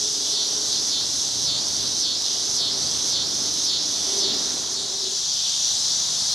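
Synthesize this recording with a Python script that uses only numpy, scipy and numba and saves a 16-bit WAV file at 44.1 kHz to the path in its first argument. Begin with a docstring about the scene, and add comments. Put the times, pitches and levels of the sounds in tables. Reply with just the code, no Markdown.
"""Cicada in a summer meadow

One near cicada sings wee-oh phrases: drum clicks ring body resonances that slide down.
Behind it lie a dense far chorus of noise bands, a low noise rumble, wind buffets and a hollow drone.
Near the end it dissolves into a second spot, where the chorus stays over a different soft rumble."""
import sys
import numpy as np
from scipy import signal
from scipy.fft import rfft, irfft, next_fast_len
from scipy.io import wavfile
from scipy.ndimage import uniform_filter1d
from numba import njit

SR = 44100
rng = np.random.default_rng(int(sys.argv[2]) if len(sys.argv) > 2 else 0)


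def materialize(psi):
    """Save the field psi as 16-bit PCM at rate SR to the path in sys.argv[1].

    A 1-D psi becomes a single channel; in a 2-D psi each row is a channel.
    """
    bounded = np.clip(np.atleast_2d(psi).T, -1, 1)
    quanta = np.round(bounded * 32767).astype(np.int16)
    wavfile.write(sys.argv[1], SR, quanta)


N = 279594
BINS = next_fast_len(N)  # FFT length
DISSOLVE_S = (4.67, 5.2)  # start, end


def undb(db):
    """Gain of a level in dB."""
    return 10 ** (np.asarray(db) / 20)


def level(x, db):
    """Scale to an rms level in dB."""
    return x * undb(db) / np.sqrt(np.mean(x ** 2))


def ramp(t, start_s, takes_s):
    """Smooth rise from 0 to 1."""
    return np.sin(np.pi / 2 * np.clip((t - start_s) / takes_s, 0, 1)) ** 2


def along(table):
    """Columns of a curve table, one value a sample."""
    s, *columns = np.transpose(table)
    return [np.interp(np.arange(N) / SR, s, c) for c in columns]


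def on_log(table):
    """A spectrum table read at every bin, linear in log frequency."""
    hz, value = np.transpose(table)
    bin_hz = np.arange(BINS // 2 + 1) * SR / BINS
    return np.interp(np.log(bin_hz + 1), np.log(hz), value)


def spread(pair, alike, colour_db):
    """Mix two unrelated sounds into left and right with a given correlation, then colour them."""
    mid, side = rfft(pair, BINS)
    alike = np.clip(alike, -1, 1)
    mid = mid * np.sqrt(1 + alike)
    side = side * np.sqrt(1 - alike)
    left_right = np.array([mid + side, mid - side])
    return irfft(left_right * undb(colour_db), BINS)[:, :N]


def clicks(s, size):
    """Windowed-sinc clicks placed between samples."""
    at = s * SR
    index = np.floor(at).astype(int)[:, None] + np.arange(-7, 9)
    gap = index - at[:, None]
    window = np.cos(np.pi * gap / 16) ** 2
    shape = np.sinc(gap) * window * size[:, None]
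    inside = (index >= 0) & (index < N)
    return np.bincount(index[inside], shape[inside], N)


@njit
def svf(x, hz, width):
    """State-variable band-pass with a moving centre, gain 1 there."""
    y, b, l = np.empty(len(x)), 0., 0.
    for i in range(len(x)):
        g, k = np.tan(np.pi * hz[i] / SR), width / hz[i]
        v = (b + g * (x[i] - l)) / (1 + g * (g + k))
        b, l, y[i] = 2 * v - b, l + 2 * g * v, k * v
    return y


def resonate(x, hz, width_hz):
    """Two equal band-passes in series."""
    width_hz = float(width_hz)
    return svf(svf(x, hz, width_hz), hz, width_hz)


def walk(rate_hz):
    """Random levels, each held 1 / rate and slewed twice; spread near 1."""
    hold = int(SR / rate_hz)
    steps = np.repeat(rng.standard_normal(N // hold + 1), hold)
    return 1.42 * uniform_filter1d(uniform_filter1d(steps, hold), hold)[:N]


def song():
    """Muscle rate, speed-up, belly drop and level: controls rise into a phrase end, then relax."""
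    # phrases: end of low note t/s, buzz muscle rate f/Hz, low-note muscle rate f/Hz,
    # level before effort/dB
    phrases = [(-.13, 137.5, 208.1, -29.5), (.437, 140.8, 208.2, -28.5), (1.005, 142.9, 207.8, -27.5),
               (1.566, 143.7, 208.9, -27), (2.13, 146.3, 209, -27.5), (2.686, 146.1, 209.5, -26.5),
               (3.225, 147.4, 208.8, -27), (3.773, 148.9, 209.4, -26.5), (4.316, 149.8, 210.4, -27),
               (4.856, 148.4, 210.7, -32), (5.4, 149.5, 212.4, -22)]
    # (start relative to phrase end, as a lead; rise time)
    speed_up_s, swell_s, belly_drop_s = (.24, .16), (0.18, 0.062), (.13, 0.079)
    speed_relax_s, belly_relax_s = .012, 0.049
    sag_s, sag_share = .03, .018  # slight slowing just before the end
    effort_base_db, swell_db, swell_fade_db = -1, 3.5, -1.5

    t = np.arange(N) / SR
    ends, buzz_hz, note_hz, db = np.transpose(phrases)
    current = np.clip(np.searchsorted(ends, t), 1, len(ends) - 1)
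    until = t - ends[current]  # negative before the end
    since = t - ends[current - 1]

    def rise(lead_s, takes_s):
        return ramp(until, -lead_s, takes_s)

    speeding = rise(*speed_up_s) - sag_share * rise(sag_s, sag_s)
    fast = np.maximum(speeding, np.exp(-since / speed_relax_s))
    belly = np.maximum(rise(*belly_drop_s), np.exp(-(since / belly_relax_s) ** 1.45))
    effort_db = effort_base_db + swell_db * rise(*swell_s) + swell_fade_db * rise(0.072, 0.029)
    buzz, note, db = (np.interp(t, ends, c) for c in (buzz_hz, note_hz, db))
    return buzz + (note - buzz) * fast, fast, belly, db + effort_db


def singer():
    """Drum clicks ring the sliding body; ragged in the buzz, a clean comb as the muscles speed up."""
    # two drums buckle in and spring out in turn: place in muscle cycle/0-1,
    # buzz level/dB, low-note level/dB (both relative)
    buckles = [(0, 0.5, 0.5), (0.099, -29, -29), (.28, -7.5, -9), (0.517, -3.5, 2.5), (.6, -15, -29),
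               (0.768, -2.5, -27)]
    # resonances sliding down as the belly drops: buzz f/Hz, low-note f/Hz, width per pass/Hz,
    # buzz level/dB, low-note level/dB (both relative)
    resonances = [(6250, 4380, 800, 4.5, 4.5), (5370, 3683, 1780, 0.5, 1.5), (4000, 3215, 1220, -10.5, -1),
                  (3230, 2900, 350, -22, -14), (6010, 6045, 67, 5, -30)]
    # ribs rattling after each click: f/Hz, width per pass/Hz, buzz level/dB, low-note level/dB (relative)
    rattles = [(8210, 3570, -12.5, -34), (9710, 2250, -18, -34), (10650, 930, -19, -43)]
    buzz_jitter_s, note_jitter_s, scatter_db = .00004, .000004, 2.5
    rattle_s = 0.0069
    pan_db, leaves_db, leaves_t60_s = -2, -12.5, 0.41  # pan: left minus right

    hz, fast, belly, db = song()
    belly = np.clip(belly, 0, 1)
    cycles = np.cumsum(hz) / SR
    place, buzz_db, note_db = np.transpose(buckles)
    cycle_places = np.arange(int(cycles[-1]))[:, None] + place
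    when = np.interp(cycle_places, cycles, np.arange(N) / SR)
    at = (when * SR).astype(int)
    drop, lock = belly[at], np.clip(fast[at], 0, 1)
    chance = rng.standard_normal((N // 100, len(place), 2))[:len(when)]
    when = when + chance[..., 0] * (buzz_jitter_s + (note_jitter_s - buzz_jitter_s) * lock)
    click_db = buzz_db + (note_db - buzz_db) * drop
    click_db = click_db + scatter_db * chance[..., 1] * (1 - .85 * lock)
    drums = clicks(when.ravel(), undb(click_db).ravel())

    body = 0
    for k, (high_hz, low_hz, width_hz, high_db, low_db) in enumerate(resonances):
        centre = high_hz + (low_hz - high_hz) * belly
        ring = resonate(drums, centre, width_hz)
        body = body + (-1) ** k * undb(high_db + (low_db - high_db) * belly) * ring  # alternating sign

    # noise under the decaying click energy
    fade = np.exp(-2 / (rattle_s * SR))
    envelope = np.sqrt(signal.lfilter([1 - fade], [1, -fade], drums ** 2))
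    burst = envelope * rng.standard_normal(N)
    for centre_hz, width_hz, high_db, low_db in rattles:
        ring = resonate(burst, np.full(N, float(centre_hz)), width_hz)
        body = body + undb(high_db + (low_db - high_db) * belly) * ring
    direct = level(body, 0) * undb(db)

    # foliage scatters a short diffuse tail, different on each side
    t = np.arange(SR // 2) / SR
    tail = rng.standard_normal((2, len(t))) * undb(-60 * t / leaves_t60_s)
    tail /= np.sqrt(np.sum(tail ** 2, axis=1, keepdims=True))
    leaves = signal.fftconvolve(direct[None], tail, axes=1)[:, :N]
    return (direct + undb(leaves_db) * leaves) * undb(np.array([[pan_db], [-pan_db]]) / 2)


def rumble(colour, db, alike, pan_db):
    """Distant traffic and moving air: coloured noise, slowly wavering."""
    air = spread(rng.standard_normal((2, N)), on_log(alike), on_log(colour + [(6000, -70)]))
    return level(air, db) * undb(1.1 * walk(2.58) + np.array([[pan_db], [-pan_db]]) / 2)


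def wind():
    """Wind on two microphone ports: soft low noise buffets, nearly unrelated left to right."""
    # buffets: t/s, level before flicker and pan/dB
    buffets = [(0, -51), (.5, -51), (1.3, -43), (1.77, -43), (2.45, -51), (2.85, -42.5), (3.1, -44.5),
               (3.6, -46.5), (4.2, -56), (5.2, -50)]
    flicker_db = 2.2
    # f/Hz, relative level/dB
    colour = [(20, -27), (40, -34), (75, 1.0), (170, 2.5), (240, -14), (500, -54)]
    db, = along(buffets)
    air = spread(rng.standard_normal((2, N)), -0.19, on_log(colour))
    return level(air, 0) * undb(db + flicker_db * walk(5.8) + np.array([[-.7], [.7]]))


def drone():
    """Swelling hollow drone, perhaps a far engine: one narrow and two broad noise bands, flickering apart."""
    # swells, before flicker: t/s, narrow hum level/dB, broad roar level/dB
    swells = [(0, -46.5, -49), (.7, -49, -46), (1.1, -60, -50.5), (1.3, -50, -50), (1.85, -52, -43),
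              (2.07, -61, -54), (2.2, -51, -53), (2.75, -48, -44), (3.03, -71, -49.5), (3.6, -47, -48),
              (4.0, -53, -46), (4.08, -38.5, -42), (4.34, -38.5, -40.5), (4.42, -50, -42.5),
              (4.7, -52, -49.5), (4.85, -41.5, -48.5), (5.12, -46, -47.5), (5.25, -60, -63)]
    # hum centre: t/s, f/Hz
    hum_centre = [(0, 413), (.8, 420), (1.3, 401.3), (4, 389), (5.2, 385)]
    upper_roar_db, flicker_db = -3.5, 2.5  # upper roar relative to low roar
    hum_db, roar_db = along(swells)
    bands_db = (hum_db, roar_db, roar_db + upper_roar_db)
    hum_db, low_db, upper_db = (db + flicker_db * walk(8) for db in bands_db)
    hz, = along(hum_centre)
    noise = spread(rng.standard_normal((2, N)), 0.78, 0)
    out = []
    for side in noise:
        hum = level(svf(svf(side, hz, 38.0), hz, 58.0), 0)
        low = level(svf(side, np.full(N, 285.), 108.0), 0)
        upper = level(svf(side, np.full(N, 580.), 240.0), 0)
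        out.append(hum * undb(hum_db) + low * undb(low_db) + upper * undb(upper_db))
    return np.array(out)


def chorus():
    """Countless far drums blur into a slightly grainy hiss; each pitch group swells on its own."""
    # course, before dark moments and swells: t/s, level/dB, low minus high half/dB, left minus right/dB
    course = [(0, -26, -4, 0), (.6, -25.5, -3, -0.5), (1.55, -27, -1, -1), (3.1, -27, 0, -1.3),
              (4.4, -26, 0, -1), (4.7, -28.5, -1.5, -1), (5.1, -25.5, -1.5, 1.5), (5.5, -23, -1.5, 1),
              (5.9, -23, -3, 1.3), (6.34, -23, -2.5, 1)]
    # colour: f/Hz, relative level per Hz/dB
    colour = [(1500, -74), (2300, -30), (2760, -20.5), (3400, -6), (3900, -3.5), (5100, -3), (6050, -3),
              (6800, -8.5), (7650, -17.5), (9120, -21.5), (11400, -27), (12800, -37.5), (13600, -40),
              (15400, -48)]
    # left-right correlation: f/Hz, correlation/0-1
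    likeness = [(2500, 0.68), (3500, .86), (6500, 0.93), (9000, 0.57), (12000, 0.15), (15000, 0)]
    # pitch-group band edges: f/Hz
    edges_hz = [0, 3700, 4300, 4900, 5500, 6200, 7300, 9500, 12000, 22050]
    # dark moments, perhaps a farther singer's low note: t/s, added lean to low half/dB
    far_notes = [(.25, 2.5), (.75, 6.5), (1.84, 3), (2.3, 3), (2.87, 2.5), (4.5, 0.5), (5.07, 4), (6.34, 3)]
    far_note_s, far_note_lift = 0.043, 0.24  # half length to 1/e; dB of level per dB of lean
    split_hz, treble_lift_db = 5170, 1  # treble is lifted at the first spot

    t = np.arange(N) / SR
    db, tilt_db, pan_db = along(course)
    dark_db = sum(lean * np.exp(-((t - s) / far_note_s) ** 2) for s, lean in far_notes)
    db = db + far_note_lift * dark_db
    tilt_db = tilt_db + dark_db
    spray = rng.standard_normal((2, N)) * undb(0.14 * walk(500))  # grain
    hiss = spread(spray, on_log(likeness), on_log(colour))
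    crowd = rfft(level(hiss, 0), BINS)
    hz = np.arange(crowd.shape[1]) * SR / BINS
    treble_db = np.interp(t, DISSOLVE_S, (treble_lift_db, 0))
    out = 0
    for low, high in zip(edges_hz, edges_hz[1:]):
        group = irfft(crowd * ((hz >= low) & (hz < high)), BINS)[:, :N]
        lean_db = tilt_db / 2 * np.tanh((split_hz - (low + high) / 2) / 600)
        swell_db = 0.9 * walk(8) + 0.81 * walk(20)
        out = out + group * undb(lean_db + treble_db * (low > 7000) + swell_db)
    return out * undb(db + np.array([pan_db, -pan_db]) / 2)


def scene():
    """The first spot fades out as the second fades in; the chorus spans both."""
    # rumble colour at each spot: f/Hz, relative level per Hz/dB
    colour_first = [(20, -38), (75, -6), (168, -12.5), (300, -3), (500, -9), (1000, -11), (2200, -18),
                    (3500, -25)]
    colour_late = [(20, -24), (40, -23), (75, -3.5), (146, 0), (220, -2), (450, -6.5), (800, -2.5),
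                   (2200, -10.5), (3500, -30)]
    # rumble left-right correlation at each spot: f/Hz, correlation/-1 to 1
    alike_first = [(60, 0.4), (150, -0.33), (290, 0.62), (640, 0.41), (2500, 0.7)]
    alike_late = [(60, 1), (150, 0.68), (290, 0.55), (640, 0.53), (2500, 0.68)]
    t = np.arange(N) / SR
    late = np.interp(t, DISSOLVE_S, (0, 1))
    first = singer() + rumble(colour_first, -41.5, alike_first, -2.3) + wind()
    second = rumble(colour_late, -42, alike_late, -0.92)
    drone_out = drone() * (1 - ramp(t, DISSOLVE_S[1], .05))
    return first * (1 - late) + second * late + drone_out + chorus()


def record(dry):
    """Steep elliptic low-pass cuts the top."""
    top_hz = 15600
    return signal.sosfilt(signal.ellip(14, .5, 70, top_hz, fs=SR, output="sos"), dry)


dry = scene()
out = record(dry)
materialize(out)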